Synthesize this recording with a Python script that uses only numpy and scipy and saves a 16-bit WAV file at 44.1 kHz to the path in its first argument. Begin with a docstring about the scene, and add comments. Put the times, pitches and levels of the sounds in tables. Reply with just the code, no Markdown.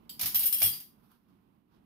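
"""A low room rumble and a faint rustle, then steel utensils clink close by on a kitchen counter.
Nudged, slid and dropped, they give bright ticks, duller clacks and thin metal rings;
the heavier blows thump the counter. A small live kitchen smears each contact.
Afterwards only soft handling noises remain over the rumble."""
import sys
import numpy as np
from scipy import signal
from scipy.fft import rfft, irfft
from scipy.io import wavfile

SR = 44100
rng = np.random.default_rng(int(sys.argv[2]) if len(sys.argv) > 2 else 0)


def digitize_waveform(pressure):
    """Quantize a signal to 16-bit integers and store it at the path in sys.argv[1].

    Rows of a 2-D input are taken as channels; values are limited to [-1, 1].
    """
    field = np.atleast_2d(pressure).T
    bounded = np.clip(field, -1, 1)
    quanta = np.round(bounded * 32767).astype(np.int16)
    wavfile.write(sys.argv[1], SR, quanta)


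N = 81585


def undb(db):
    """Decibels to gain."""
    return 10 ** (np.asarray(db) / 20)


def at(points, hz):
    """Read a table on a log-frequency axis."""
    p = np.array(points, float)
    return np.interp(np.log(hz + 1e-6), np.log(p[:, 0]), p[:, 1])


def sides(db):
    """Left and right gains for a level difference, at constant power."""
    gains = undb(np.array([db, -db]) / 2).reshape(2, -1)
    return gains / np.sqrt(np.mean(gains ** 2, axis=0))


def wander(rate, size=N):
    """Random drift with a spread near 1, turning `rate` times a second."""
    knots = rng.standard_normal(256)
    return np.interp(np.arange(size) / SR * rate, np.arange(len(knots)), knots)


def decay(t, t60):
    """A fade that falls 60 dB in t60 seconds."""
    return np.exp(-np.log(1000) * t / t60)


def add(out, start, sound):
    """Mix a sound in at a time in seconds."""
    i = int(start * SR)
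    out[:, i:i + sound.shape[1]] += sound[:, :N - i]


# Stereo lean. Each row: frequency in Hz, left over right in dB.
STEREO_LEAN = [(60, -2.5), (250, -3.5), (700, -6.5), (1300, -9), (2400, -10), (4800, -9), (6800, -2),
               (8500, 4), (11000, 0), (15000, 0.2)]
# Stereo width. Each row: frequency in Hz, likeness of the channels from 0 (wide) to 1 (mono).
STEREO_LIKENESS = [(60, .98), (150, 0.76), (350, .65), (800, 0.3), (2000, 0.068), (15000, 0.027)]
def noise(colour, size=N):
    """Coloured noise at unit level with the room's stereo image: narrow lows, wide highs."""
    hz = np.arange(size // 2 + 1) * SR / size
    common, left, right = rfft(rng.standard_normal((3, size)))
    likeness = at(STEREO_LIKENESS, hz)
    spectrum = np.sqrt(likeness) * common + np.sqrt(1 - likeness) * np.array([left, right])
    wave = irfft(spectrum * undb(at(colour, hz)) * sides(at(STEREO_LEAN, hz)), size)
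    return wave / np.sqrt(np.mean(wave ** 2))


def burst(colour, crack_s=0.0004, early_s=0.0077, room_t60_s=0.31):
    """One contact: a crack, close reflections off counter and cupboards, then the room's tail."""
    t = np.arange(SR // 2) / SR
    crack = undb(0.5) * np.exp(-t / crack_s)
    early = np.exp(-t / early_s)
    tail = undb(-3) * decay(t, room_t60_s)
    return noise(colour, len(t)) * np.sqrt(crack ** 2 + early ** 2 + tail ** 2)


def ring(modes, rise_s=0.0005, scatter_db=3, waver=0.41, detune=0.001):
    """Struck modes; each blow weights them anew and reflections make them waver in each ear."""
    t = np.arange(SR // 2) / SR
    out = np.zeros((2, len(t)))
    for hz, db, t60 in modes:
        weight, drift = rng.standard_normal(2)
        envelope = undb(db + scatter_db * weight) * decay(t, t60)
        lean = sides(at(STEREO_LEAN, hz))
        for ear in range(2):
            phase = 2 * np.pi * (hz * (1 + detune * drift) * t + rng.random())
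            reflected = waver * wander(70, len(t)) * np.cos(phase)
            out[ear] += lean[ear] * envelope * (np.sin(phase) + reflected)
    nominal_rms = np.sqrt(sum(undb(db) ** 2 for _, db, _ in modes) / 2)
    return out * (1 - np.exp(-t / rise_s)) / nominal_rms


# The rumble's dark colour. Each row: frequency in Hz, relative level in dB.
RUMBLE_COLOUR = [(15, -39.5), (30, -15.5), (60, -9.5), (90, -10), (130, -7), (185, -0.5), (230, -2.5),
                 (300, -7), (380, -13), (560, -23), (1050, -19.5), (1700, -31.5), (2900, -32.5),
                 (4500, -41), (7000, -50.5), (11000, -41.5), (15500, -39.5)]
# Its fader ride. Each row: time in seconds, level in dB.
RUMBLE_RIDE = [(0, -63), (.35, -57), (.75, -63.5), (1.0, -66), (1.2, -68.5), (1.42, -67.5), (1.56, -66.5),
               (1.65, -71), (1.78, -66), (1.85, -66)]
def room_tone(waver_db=1.5, lag_s=0.00049, pan_db=-2):
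    """A low, gently wavering rumble with a trace of hiss, reaching the right side first."""
    t = np.arange(N) / SR
    level_db = np.interp(t, *np.array(RUMBLE_RIDE).T) + waver_db * wander(12)
    left, right = noise(RUMBLE_COLOUR) * undb(level_db)
    return np.array([np.roll(left, int(lag_s * SR)), right]) * sides(pan_db)


# A soft rub and a bright tick. Each row: frequency in Hz, relative level in dB.
RUB_COLOUR = [(200, -5.5), (600, -10), (1000, 3), (1500, 0), (2000, -14.5), (3200, -8.5), (5500, -13.5),
              (7500, -27), (15000, -28)]
TICK_COLOUR = [(3000, -42), (7400, -29), (8500, -11.5), (10400, -8), (11500, -2), (12200, -1.5),
               (12550, -5), (12900, 0), (13400, -7.5), (14100, 1), (15300, -8), (16000, -7.5)]
# Hand moves. Each row: centre in seconds, half-width in seconds, rub in dB, crisp rustle in dB.
HAND_MOVES = [(0.015, .03, -80, -83), (1.056, 0.049, -76, -75.5), (1.145, 0.035, -74, -80),
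              (1.31, 0.053, -80, -90), (1.432, .04, -92, -104), (1.748, 0.028, -73.5, -85.5)]
# A faint tap among them. Each row: start in seconds, level in dB.
HAND_TAPS = [(1.115, -66.5)]
def handling(flutter_db=2):
    """Hands rub and rustle softly as a jar is picked up."""
    out, t = np.zeros((2, N)), np.arange(N) / SR
    rub, crisp = noise(RUB_COLOUR), noise(TICK_COLOUR)
    for centre, width, rub_db, crisp_db in HAND_MOVES:
        swell = np.exp(-((t - centre) / width) ** 2 / 2)
        out += swell * (undb(rub_db) * rub + undb(crisp_db) * crisp)
    out *= undb(flutter_db * wander(90))
    for start, db in HAND_TAPS:
        add(out, start, undb(db) * (burst(TICK_COLOUR) + undb(-1) * burst(RUB_COLOUR)))
    return out


# The ping's main note and side modes. Each row: pitch in Hz, relative level in dB, T60 in seconds.
PING_NOTE = [(4813, 0, .31)]
PING_SIDE_MODES = [(3114, -2, .22), (3203, -2, .22), (3714, -4, .2), (4699, 1, .28), (4765, 0, .28),
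                   (7811, 0, .14)]
# A light clink. Each row: frequency in Hz, relative level in dB.
CLINK_COLOUR = [(1500, -34.5), (2400, -19), (2900, 0), (3200, -3.5), (4200, 2), (4800, 4.5), (5300, -16.5),
                (6800, -28), (7800, 4), (8400, -24.5), (15000, -36.5)]
# Ping cues. Each row: start in seconds, then main note, side modes and clink in dB before the mix.
PING_HITS = [(.0935, -49, -49, -48.5), (.698, -42, -66, -58), (.724, -43, -68, -62)]
def pinging_utensil():
    """One knocked utensil clinks and sings a clear note; a hard contact wakes its other modes."""
    out = np.zeros((2, N))
    for start, note_db, side_db, clink_db in PING_HITS:
        rings = undb(note_db) * ring(PING_NOTE) + undb(side_db) * ring(PING_SIDE_MODES)
        add(out, start, rings + undb(clink_db) * burst(CLINK_COLOUR))
    return out


# Two utensils' modes. Each row: pitch in Hz, relative level in dB, T60 in seconds.
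FIRST_STEEL = [(2856, -15, .27), (3250, -19, .24), (4010, -22, .2), (5510, -16, .18), (6800, -19, .2),
               (7800, -21, .25), (8455, -14, .15), (10630, -10, .2), (11050, -10, .24), (11460, 1, .19),
               (11910, -2, .21), (12110, -1, .24), (12915, -2, .22), (13860, -2, .21), (14085, -1, .21),
               (14340, 0, .22), (14635, -5, .2)]
SECOND_STEEL = [(1960, -19, .25), (2410, -11, .15), (3264, -9, .3), (3360, -8, .19), (4435, -13, .16),
                (5180, -7, .19), (5590, -13, .2), (7808, -19, .22), (8712, -4, .24), (8932, -1, .22),
                (9690, -7, .2), (10437, -5, .2), (11840, -1, .2), (12000, 0, .18), (12240, 0, .2),
                (13004, -2, .2), (14282, 0, .2)]
# The duller clack. Each row: frequency in Hz, relative level in dB.
CLACK_COLOUR = [(300, -33), (520, -25.5), (700, -10.5), (950, -9.5), (1500, -9.5), (2000, -6.5),
                (3300, -1.5), (4300, -2), (5500, 1), (6300, -8), (6900, -2), (7400, -18.5), (9000, -21),
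                (14000, -38.5)]
# Rattle cues. Each row: start in seconds, then tick, clack, first ring and second ring in dB
# before the mix, then leftward pan of tick and rings in dB.
RATTLE_HITS = [(0.0951, -38.5, -52, -46, -75, 2), (0.1947, -31, -36.5, -66, -74, 0.5),
               (0.2118, -22.5, -33.5, -43, -68, -1.5), (.232, -31.5, -33, -50.5, -65, -2),
               (0.2587, -22, -32.5, -49, -64, 2), (0.3454, -26.5, -34.5, -23.5, -47, -3.5),
               (.355, -25, -36.5, -21.5, -51, 3.5), (0.3942, -23, -44.5, -24.5, -47.5, 1),
               (0.434, -25.5, -47, -29.5, -52, -2.5), (0.4569, -21.5, -41.5, -21, -44.5, 5.5),
               (.468, -25.5, -45.5, -30.5, -50.5, -1), (0.526, -25.5, -39.5, -23, -28, 5.5),
               (.545, -26.5, -47.5, -28.5, -36, 0.5), (.584, -30.5, -51, -36, -32.5, 4.5),
               (0.603, -27.5, -42, -29.5, -41, 1.5), (0.6184, -22, -29, -31, -34.5, -1.5),
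               (.627, -21.5, -41, -19.5, -30, 5.5), (.638, -28, -40.5, -28, -25.5, -1.5),
               (.650, -28.5, -43.5, -31, -30.5, 2), (0.66, -27.5, -37.5, -26.5, -26.5, 2),
               (.673, -38.5, -46, -35, -39.5, 2), (.701, -35, -55.5, -37, -63, 2),
               (0.736, -35.5, -44.5, -58, -68, 11), (0.755, -47, -54.5, -41, -47, -1),
               (0.8021, -43, -52.5, -46, -72, 2.5)]
def rattling_utensils():
    """Every contact ticks, clacks and sets the steel of two utensils ringing."""
    out = np.zeros((2, N))
    for start, tick_db, clack_db, first_db, second_db, pan_db in RATTLE_HITS:
        tick = undb(tick_db) * burst(TICK_COLOUR)
        rings = undb(first_db) * ring(FIRST_STEEL) + undb(second_db) * ring(SECOND_STEEL)
        clack = undb(clack_db) * burst(CLACK_COLOUR)
        add(out, start, sides(pan_db) * (tick + rings) + clack)
    return out


# The slide swells with pressure. 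Each row: time in seconds, level in dB.
SLIDE_RIDE = [(.12, -84.5), (.19, -53), (.22, -36.5), (.25, -44), (.275, -39), (.30, -59.5), (.34, -59),
              (.36, -29.5), (.40, -33), (.475, -33), (.495, -58), (.525, -52), (.55, -33.5), (.61, -35),
              (.67, -32), (.70, -51.5), (.80, -72), (.86, -89.5)]
def sliding(grains_per_s=270, scatter_db=5.5):
    """Steel chatters over steel in a stream of tiny uneven contacts that keep it ringing."""
    t = np.arange(N) / SR
    grains = (rng.random(N) < grains_per_s / SR) * undb(scatter_db * rng.standard_normal(N))
    grains *= undb(np.interp(t, *np.array(SLIDE_RIDE).T)) / np.sqrt(np.mean(grains ** 2))
    contact = burst(TICK_COLOUR) + undb(-10) * burst(CLACK_COLOUR) + undb(-6.5) * ring(FIRST_STEEL)
    contact /= np.sqrt(np.sum(contact ** 2) / 2)
    return signal.fftconvolve(grains[None], contact, axes=1)[:, :N]


# The counter's low thump and hollow knock. 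Each row: frequency in Hz, relative level in dB.
THUMP_COLOUR = [(15, -45), (30, -25), (55, -12.5), (75, -14), (98, -3.5), (125, -9), (160, -2.5),
                (220, -17.5), (310, -13), (420, -20), (800, -44.5), (4000, -79)]
KNOCK_COLOUR = [(200, -14), (330, -13), (510, -23.5), (610, -6), (710, 2), (850, -0.5), (1200, -24.5),
                (1900, -15.5), (2400, -0.5), (3000, -16), (8000, -51.5)]
# The knock's ring. Each row: pitch in Hz, relative level in dB, T60 in seconds.
COUNTER_MODES = [(600, -7, .16), (695, 0, .1), (790, -6, .11), (1250, -13, .12), (1960, -5, .12),
                 (2365, 5, .11), (2480, 0, .1)]
# Blows that reach the counter. Each row: start in seconds, thump in dB, knock in dB.
COUNTER_HITS = [(0.196, -60, -52), (0.213, -57, -56), (.234, -49, -56), (0.26, -55, -58),
                (.346, -64, -58.5), (0.402, -69, -75), (0.529, -66.5, -67.5), (.617, -47, -37),
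                (.637, -45.5, -55), (0.658, -52, -58)]
def counter(boom_hz=99, thump_rise_s=0.003, knock_rise_s=0.002, knock_decay_s=0.037):
    """The worktop answers heavier blows with a low thump, its own boom and a hollow knock."""
    out, t = np.zeros((2, N)), np.arange(SR // 2) / SR
    boom = sides(at(STEREO_LEAN, boom_hz)) * np.sin(2 * np.pi * boom_hz * t) * decay(t, t60=0.23)
    for start, thump_db, knock_db in COUNTER_HITS:
        thump = noise(THUMP_COLOUR, len(t)) * decay(t, t60=0.36) + boom
        thump *= 1 - np.exp(-t / thump_rise_s)
        knock = burst(KNOCK_COLOUR) * np.exp(-t / knock_decay_s) + undb(3.5) * ring(COUNTER_MODES)
        knock *= 1 - np.exp(-t / knock_rise_s)
        add(out, start, undb(thump_db) * thump + undb(knock_db) * knock)
    return out


def scene():
    """Utensils, counter and hands over the room tone."""
    utensils = undb(-2) * (rattling_utensils() + pinging_utensil())
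    return utensils + sliding() + counter() + handling() + room_tone()


def record(dry):
    """The recorder cuts the top steeply."""
    top_hz = 15550
    return signal.sosfilt(signal.ellip(10, .2, 75, top_hz, fs=SR, output="sos"), dry)


dry = scene()
out = record(dry)
digitize_waveform(out)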